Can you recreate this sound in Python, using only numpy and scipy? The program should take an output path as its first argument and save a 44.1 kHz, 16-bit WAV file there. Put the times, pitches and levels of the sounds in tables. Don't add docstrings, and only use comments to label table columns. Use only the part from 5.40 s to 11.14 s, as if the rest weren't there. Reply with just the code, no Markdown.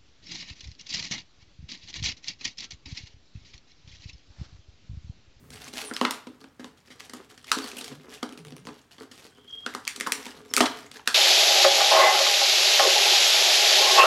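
import sys
import numpy as np
from scipy import signal
from scipy.fft import rfft, irfft
from scipy.io import wavfile

SR = 44100
rng = np.random.default_rng(int(sys.argv[2]) if len(sys.argv) > 2 else 0)


def pcm_store(signal):
    levels = np.round(np.clip(np.atleast_2d(signal), -1, 1) * 32767)
    wavfile.write(sys.argv[1], SR, levels.astype(np.int16).T)


N = 253273
TIME = np.arange(N) / SR


def amp(db):
    return 10 ** (np.asarray(db) / 20)


def evened(x):
    return x / np.sqrt(np.mean(x ** 2) + 1e-20)


def at_level(x, db, span_s=0.01):
    return amp(db) * x * np.sqrt(span_s * SR / (np.sum(x ** 2) + 1e-20))


def read(points, hz):
    f, value = np.transpose(points)
    return np.interp(np.log(hz + 1), np.log(f + 1), value)


def add(mix, s, sound):
    part = mix[max(round(s * SR), 0):][:len(sound)]
    part += sound[:len(part)]


def colour(x, spectrum, size=4096):
    log_gain = np.log(amp(read(spectrum, abs(np.fft.fftfreq(size, 1 / SR)))))
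    taps = np.fft.ifft(np.exp(np.conj(signal.hilbert(log_gain)))).real
    return signal.fftconvolve(x, taps[:size // 2])[:len(x)]


def resonate(x, hz, width_hz):
    r = np.exp(-np.pi * width_hz / SR)
    return signal.lfilter([1 - r, 0, r - 1], [1, -2 * r * np.cos(2 * np.pi * hz / SR), r * r], x)


def wander(rate_hz):
    knots = rng.standard_normal(N)
    return np.interp(TIME * rate_hz, np.arange(N), knots)


def grains(per_s, spread_db):
    size = amp(spread_db * np.minimum(rng.exponential(1, N), 4)) * rng.choice([-1, 1], N)
    happens = rng.random(N) < per_s / SR
    return evened(size * happens)


# (frequency [Hz], relative density [dB per Hz])
AIR_SPECTRUM = [(30, -12), (250, 5), (600, -6.5), (1500, -4.5), (4000, -14), (9000, -21.5), (16000, -34)]
# (frequency [Hz], relative density [dB per Hz])
RUMBLE_SPECTRUM = [(15, -32), (50, -4), (85, 0.5), (140, 1), (300, -12), (1000, -35)]
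RUMBLE_FLOOR_DB = -66
SWELL_DB, SWELL_PEAK_S, SWELL_WIDTH_S = -52.5, 0.088, 0.22


def background(air_db=-66):
    air, low = rng.standard_normal((2, N))
    swell = amp(SWELL_DB) * np.exp(-((TIME - SWELL_PEAK_S) / SWELL_WIDTH_S) ** 2)
    rumble = np.hypot(amp(RUMBLE_FLOOR_DB), swell)
    return amp(air_db) * evened(colour(air, AIR_SPECTRUM)) + rumble * evened(colour(low, RUMBLE_SPECTRUM))


# (start time [s], length [s], crinkling level [dB], tube rubbing level [dB])
FINGER_GRIPS = [(.01, 0.15, -67, -62), (0.11, 0.16, -49.5, -53.5), (0.325, 0.12, -39.5, -44),
                (0.484, 0.28, -47.5, -59), (0.853, 0.072, -62, -50.5), (0.995, 0.027, -60, -59),
                (1.195, 0.075, -56.5, -47), (1.365, 0.0096, -59, -75), (1.445, 0.11, -59.5, -61),
                (1.588, 0.066, -49.5, -55.5), (1.733, 0.079, -54.5, -50), (1.889, 0.024, -51, -49),
                (1.976, 0.037, -55.5, -57), (2.059, 0.035, -48.5, -52.5), (2.115, 0.17, -42, -50),
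                (2.295, 0.22, -49, -43.5), (2.543, 0.18, -61, -53.5), (2.683, 0.069, -48, -49),
                (2.874, 0.14, -64, -52.5), (3.045, 0.23, -70, -59), (3.227, 0.2, -59.5, -61),
                (3.504, 0.023, -54, -56), (3.585, 0.04, -52.5, -45), (3.723, .14, -50.5, -54.5),
                (3.942, 0.033, -61, -50.5), (4.027, 0.47, -62, -60.5), (4.273, 0.052, -54, -57),
                (4.513, 0.089, -63, -50), (4.624, 0.19, -49.5, -55), (4.739, 0.17, -48, -50),
                (4.927, 0.071, -54.5, -49.5), (5.039, 0.16, -55, -49.5), (5.14, 0.23, -48, -61),
                (5.304, 0.12, -53.5, -50), (5.426, 0.049, -57, -55), (5.533, 0.056, -47.5, -52),
                (5.653, 0.24, -48, -55)]
GRIP_ATTACK_S, GRIP_RELEASE_S, GRIP_SWELL_DB = 0.011, 0.027, 2.5
RESTING_DB = -78.5


def gripping(index):
    power = np.full(N, amp(RESTING_DB) ** 2)
    for row in FINGER_GRIPS:
        age, length = TIME - row[0], row[1]
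        attack = np.clip(age / GRIP_ATTACK_S, 0, 1)
        tightening = amp(GRIP_SWELL_DB * (np.clip(age / length, 0, 1) - 1.5))
        release = np.exp(-np.maximum(age - length, 0) / GRIP_RELEASE_S)
        power += (amp(row[index]) * attack * tightening * release) ** 2
    return np.sqrt(power)


# (frequency [Hz], relative density [dB per Hz])
CRINKLE_SPECTRUM = [(150, -5), (400, -11), (700, 8), (1200, -3), (2000, 4.5), (3500, 6), (6000, 1),
                    (9500, -8), (11000, -3), (14000, -13.5), (16500, -20)]


def crinkling(db=1, per_s=600, spread_db=5.5, clump_db=3.5, facet_db=0, facet_q=11,
              rush_db=-44, rush_per_s=2000, rush_spread_db=4.0):
    facets = sum(evened(resonate(grains(per_s / 20, spread_db), hz, hz / facet_q))
                 for hz in np.geomspace(1100, 8500, num=20))
    bare_ticks = evened(colour(grains(per_s, spread_db), CRINKLE_SPECTRUM))
    ticks = evened(bare_ticks + amp(facet_db) * evened(facets))
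    rush = evened(colour(grains(rush_per_s, rush_spread_db), CRINKLE_SPECTRUM))
    effort = gripping(index=2)
    merged = effort / (effort + amp(rush_db))
    texture = np.sqrt(1 - merged) * ticks + np.sqrt(merged) * rush
    return amp(db) * effort * evened(texture * amp(clump_db * wander(60)))


# (start time [s], length [s], level [dB])
WALL_JUDDERS = [(2.486, .135, -46), (2.976, 0.347, -44), (4.95, 0.084, -52)]
JUDDER_HZ, JUDDER_DIP_DB = 15.4, 10.5


def juddering():
    out = np.zeros(N)
    for s, length, db in WALL_JUDDERS:
        t = np.arange(0, length, 1 / SR)
        add(out, s, amp(db - JUDDER_DIP_DB * np.cos(np.pi * JUDDER_HZ * t) ** 2))
    return out


# (frequency [Hz], relative density [dB per Hz])
RUB_SPECTRUM = [(100, -38.5), (190, -12.5), (255, 4.5), (310, -8.5), (360, -5.5), (430, 1), (560, -14.5),
                (800, -18.5), (1200, -12), (2200, -20), (5000, -62)]


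def rubbing(db=-2, flex_db=-2, flex_hz=145, flex_width_hz=22):
    slips = amp(db) * gripping(index=3) * evened(colour(grains(400, 7.6), RUB_SPECTRUM))
    wall = signal.hilbert(resonate(rng.standard_normal(N), flex_hz, flex_width_hz))
    steady = evened(np.cos(np.angle(wall)))
    note = steady * juddering()
    return slips + amp(flex_db) * resonate(resonate(note, flex_hz, 84), flex_hz, 71)


# (frequency [Hz], time to fall 60 dB [s])
ROOM_DECAY = [(200, 0.3), (530, 0.43), (1400, 0.48), (3700, 0.4), (9700, 0.27), (16000, 0.53)]
# (frequency [Hz], gain [dB])
REFLECTION_COLOUR = [(100, -6.5), (270, 2), (700, 3), (1300, -0.5), (2500, -3.5), (5000, -1.5), (9000, 0.5),
                     (16000, -8)]


def room_tail(first_s=0.00022, build_s=0.0048, near=1.0, near_s=0.03, size=256):
    t = np.arange(SR) / SR
    shape = np.clip((t - first_s) / build_s, 0, 1) * (1 + near * np.exp(-t / near_s))
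    taps = rng.choice([-1, 1], SR) * (rng.random(SR) < 6000 / SR) * shape
    hz, when, z = signal.stft(taps, SR, nperseg=size)
    fall_db = -60 * when / read(ROOM_DECAY, hz)[:, None]
    tail = signal.istft(z * amp(fall_db), SR, nperseg=size)[1]
    return colour(tail / np.linalg.norm(tail), REFLECTION_COLOUR)


def room(x, wet_db=-3, changes_per_s=7, count=3):
    shares = [np.sqrt(2 / count) * np.cos(np.pi * (changes_per_s * TIME + k / count)) for k in range(count)]
    return amp(wet_db) * sum(signal.fftconvolve(x * share, room_tail())[:N] for share in shares)


# (frequency [Hz], relative level [dB], time to fall 60 dB [s])
TUBE_MODES = [(251, 8, 0.12), (267, 5, 0.072), (310, 3.5, 0.077), (383, 13, 0.004), (426, 11.5, 0.019),
              (496, 13.5, 0.0089), (540, -8, 0.0058), (676.5, 3.5, 0.026), (754, -6.5, 0.02)]
THUMP_HZ, THUMP_RANGE_OCTAVES, THUMP_RANGE_DB = 417, 0.46, 10


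def tube_thump(t, ring, thump, build_s=0.00098, focus_db=7, vary_db=0.3):
    push_hz = THUMP_HZ * 2 ** (THUMP_RANGE_OCTAVES * np.tanh((ring - thump) / THUMP_RANGE_DB))
    tube = np.zeros(len(t))
    for f, db, t60 in TUBE_MODES:
        level = db + vary_db * rng.standard_normal() - focus_db * abs(np.log2(f / push_hz))
        tube += amp(level - 60 * t / t60) * np.sin(2 * np.pi * f * t)
    build = 1 - np.exp(-t / build_s)
    radiated = signal.butter(3, [215, 1300], "band", fs=SR)
    return signal.lfilter(*radiated, tube * build)


def smoothed(x, share):
    z = rfft(x)
    return irfft(z / (abs(z) + 1e-9) ** np.clip(share, 0, 1), len(x))


def edge_echo(x, echo=0.44, shortest_s=0.000487, longest_s=0.001284):
    lag_s = rng.uniform(shortest_s, longest_s)
    return irfft(rfft(x) * (1 - echo * np.exp(-2j * np.pi * np.fft.rfftfreq(len(x), 1 / SR) * lag_s)))


# (frequency [Hz], relative density [dB per Hz])
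SNAP_SPECTRUM = [(40, -47), (300, -42), (1200, 5), (2300, -1.5), (3300, 3), (5500, -0.5), (7500, -4),
                 (9500, -5), (10800, -11), (14000, -14.5), (16500, -26)]
# (ratio to its pitch, level [dB])
FACET_OVERTONES = [(1.56, 4), (2.55, -0.5), (3.8, -13.5)]
# (time [s], length [s], snap level [dB], snap tilt [dB per octave],
# facet ring level [dB], facet pitch [Hz], tube thump level [dB])
SHEET_CRACKS = [(0.104, 0.0027, -51.5, 5, -61, 2270, -51.5), (0.279, 0.01, -48.5, 4.5, -51, 2480, -48.5),
                (0.336, 0.004, -45, 2.5, -55, 2380, -41), (.512, 0.0013, -58, -8, -38, 1370, -32.5),
                (0.537, 0.0023, -42.5, 3, -61, 2500, -59), (0.5653, 0.0011, -33, -0.5, -61, 1400, -60),
                (.613, 0.0015, -28.5, -4, -25.5, 1065, -21.5), (.6502, 0.0034, -23.5, -8, -23, 1166, -27.5),
                (.7088, 0.0015, -31, 4, -37, 960, -45), (0.8693, 0.0063, -49, -3, -52, 986, -36.5),
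                (1.041, 0.0035, -52, -4.5, -58, 980, -46.5), (1.195, 0.014, -53.5, 0.5, -52, 1710, -37.5),
                (1.244, 0.0012, -45, -1, -48, 1080, -38.5), (1.503, 0.032, -50, -1, -54, 2050, -48.5),
                (1.6047, 0.0018, -46, -1.5, -50, 2080, -60), (1.696, 0.0041, -48, 2, -52.5, 1900, -50.5),
                (1.735, 0.0037, -43.5, 4.5, -46.5, 1270, -39.5),
                (1.977, 0.0039, -53.5, 1.5, -60, 1750, -57), (2.0435, 0.0043, -50, -1.5, -66, 1950, -63),
                (2.1166, 0.0023, -21, 1.5, -23, 1340, -42), (2.168, 0.0041, -60, -3, -49, 1370, -29),
                (2.1867, 0.0014, -37.5, 1.5, -41.5, 1080, -44), (2.242, .0044, -43, 3, -46, 1170, -41),
                (2.26, .004, -49, 2, -50, 1810, -52), (2.315, 0.0036, -48, 1, -48, 2540, -68),
                (2.368, .0068, -48.5, 15, -44, 2900, -42), (2.384, 0.009, -46, 20, -42.5, 2780, -51),
                (2.41, 0.0061, -40.5, 0, -67, 2300, -44), (2.442, 0.0061, -41.5, 3, -64, 2380, -65),
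                (2.5196, 0.015, -52, -3, -69, 1960, -39.5), (2.724, 0.0079, -54, -14, -56, 1800, -54.5),
                (2.8287, 0.0045, -36, -0.5, -35.5, 1234, -28.5), (2.891, 0.0023, -51, 1, -62, 1240, -40),
                (2.975, 0.0033, -51, 2, -75, 1590, -42.5), (3.122, 0.0026, -53.5, -4, -63, 1880, -40.5),
                (3.27, 0.0023, -42, -2.5, -43.5, 1020, -39.5), (3.287, 0.007, -48, -6, -50, 1210, -37),
                (3.582, 0.0063, -51.5, -4, -56.5, 1070, -50), (3.7133, 0.013, -49.5, 2, -58.5, 1810, -49.5),
                (4.263, 0.0019, -34, -3.5, -33.5, 1460, -36), (4.3385, 0.0016, -56, 13, -46.5, 2000, -53),
                (4.3489, 0.003, -38.5, 3, -34, 1224, -36.5), (4.452, 0.00033, -47, -0.5, -74, 1970, -72),
                (4.47, 0.0034, -42.5, -8, -58, 2020, -62), (4.4772, 0.0018, -31.5, 6, -30.5, 2250, -58),
                (4.561, 0.0041, -40, 3.5, -60, 2330, -69), (4.577, .004, -58, 0, -59, 1226, -44),
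                (4.6, 0.0025, -40, 9, -41, 1960, -58), (4.6096, 0.00048, -35.5, 2, -31.5, 1990, -40.5),
                (4.664, .005, -40, -5, -36, 1470, -41.5), (4.67, .0059, -38, 6, -29, 1050, -33.5),
                (4.721, 0.002, -26.5, 8, -28, 2160, -38), (4.856, 0.0013, -47.5, 4, -47, 2210, -54),
                (4.864, .0056, -41, -1, -43.5, 916, -40.5), (5.1379, 0.00086, -26, 6.5, -34.5, 1980, -42.5),
                (5.1658, 0.00087, -21.5, 5.5, -26.5, 2470, -38),
                (5.1726, 0.0078, -38, 13, -24.5, 1300, -30.5), (5.18, 0.0014, -31.5, 11, -30, 2370, -32),
                (5.2055, 0.0012, -20.5, -3, -23.5, 681, -19.5),
                (5.2083, 0.0037, -20.5, 0.5, -21, 1180, -18), (5.224, .027, -39, 5, -27, 1090, -49),
                (5.256, 0.012, -27.5, -5, -42, 2200, -45), (5.5144, 0.0033, -47, 0, -56, 2440, -53.5),
                (5.594, 0.0042, -49.5, -14, -50.5, 880, -67), (5.6753, 0.0019, -21.5, 1, -26, 1490, -39)]


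def cracks(snap_db=2.5, ring_db=2.5, thump_db=-1, ring_q=7.0, diffuse_q=2.7, overtone_q=2.44,
           tube_lag=0.00066, evenness=0.33, size=4096):
    out, t = np.zeros((2, N)), np.arange(size) / SR
    lead = size // 16
    octaves = np.log2(np.clip(np.fft.rfftfreq(size, 1 / SR), 2500, 12000) / 5000)
    for s, length, snap, tilt_db, ring, hz, thump in SHEET_CRACKS:
        envelope = np.exp(-(t / max(length, 1 / SR)) ** 4)
        burst = np.roll(rng.standard_normal(size) * envelope, lead)
        tube = at_level(tube_thump(t, ring, thump), thump + thump_db)
        for path, share, q in zip(out, (evenness, 1), (ring_q, diffuse_q)):
            drive = smoothed(burst, share)
            tilted = irfft(rfft(drive) * amp(tilt_db * octaves))
            crack = edge_echo(colour(tilted, SNAP_SPECTRUM, size=1024))
            crack = crack + sum(amp(db) * resonate(crack, hz * ratio, hz * ratio / overtone_q)
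                                for ratio, db in FACET_OVERTONES)
            facet = resonate(resonate(drive, hz, hz / q), hz, hz * 1.71)
            add(path, s - lead / SR, at_level(crack, snap + snap_db) + at_level(facet, ring + ring_db))
            add(path, s + tube_lag, tube)
    return out


# (start time [s], length [s], first pitch [Hz], last pitch [Hz], level [dB],
# unsteadiness [share of the pitch])
PLASTIC_SQUEAKS = [(0.445, 0.052, 10250, 8840, -44, 0.083), (0.543, 0.011, 4930, 5440, -39, 0.042),
                   (2.224, 0.024, 4700, 4270, -42.5, 0.024), (3.87, 0.42, 3185, 3194, -64, 0.051),
                   (4.073, 0.053, 3280, 3210, -44, 0.017), (4.12, 0.037, 3258, 3258, -39.5, 0.01),
                   (4.172, 0.022, 3220, 3280, -41.5, 0.011), (4.209, 0.072, 3260, 3250, -49.5, 0.0052),
                   (5.098, 0.022, 5400, 5270, -49, 0.0072)]


def squeaks(db=0):
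    out, jitter = np.zeros(N), wander(700)
    flutter = amp(1.5 * wander(150))
    for s, length, first_hz, last_hz, squeak_db, unsteady in PLASTIC_SQUEAKS:
        span = (TIME >= s) & (TIME < s + length)
        hz = np.linspace(first_hz, last_hz, span.sum()) * (1 + unsteady * jitter[span])
        tone = evened(np.sin(2 * np.pi * np.cumsum(hz) / SR) * flutter[span])
        add(out, s, amp(db + squeak_db) * tone * signal.windows.tukey(len(hz), .5))
    return out


# (frequency [Hz], relative density [dB per Hz])
SLIP_SPECTRUM = [(300, -18), (1200, -6), (2200, 8), (5500, -2), (8000, -10), (9700, -2), (10800, -14),
                 (16000, -18)]
# (time [s], level [dB])
RIM_SLIPS = [(2.925, -50), (2.931, -54), (2.98, -54), (2.99, -52), (3.0498, -48.5), (3.0604, -58),
             (3.069, -53), (3.0833, -51.5), (3.1064, -54), (3.1656, -49.5), (3.1815, -54), (3.2525, -53)]


def slipping(db=0, length_s=0.0013, push_db=0, size=4096):
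    out, t = np.zeros(N), np.arange(size) / SR
    for s, slip_db in RIM_SLIPS:
        burst = rng.standard_normal(size) * np.exp(-t / length_s)
        tick = at_level(colour(burst, SLIP_SPECTRUM), slip_db + db)
        nudge = at_level(colour(burst, RUB_SPECTRUM), slip_db + push_db)
        add(out, s, tick + nudge)
    return out


def puff(s=5.19, db=-49, hz=110, width_hz=70, decay_s=0.11):
    age = np.maximum(TIME - s, 0) / decay_s
    air = resonate(resonate(rng.standard_normal(N), hz, width_hz), hz, width_hz)
    return amp(db) * np.minimum(10 * age, 1) * np.exp(-age) * evened(air)


def scene():
    direct, around = cracks()
    fingers = crinkling() + slipping() + rubbing() + squeaks()
    return (direct + fingers + room(around + fingers) + puff() + background())[None]


def record(dry, ceiling=0.7, edge_hz=16200):
    rounded = dry / (1 + (dry / ceiling) ** 4) ** .25
    low_pass = signal.firwin(255, edge_hz, window=("kaiser", 9), fs=SR)
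    return signal.oaconvolve(rounded, low_pass[None], "same")


dry = scene()
out = record(dry)
pcm_store(out)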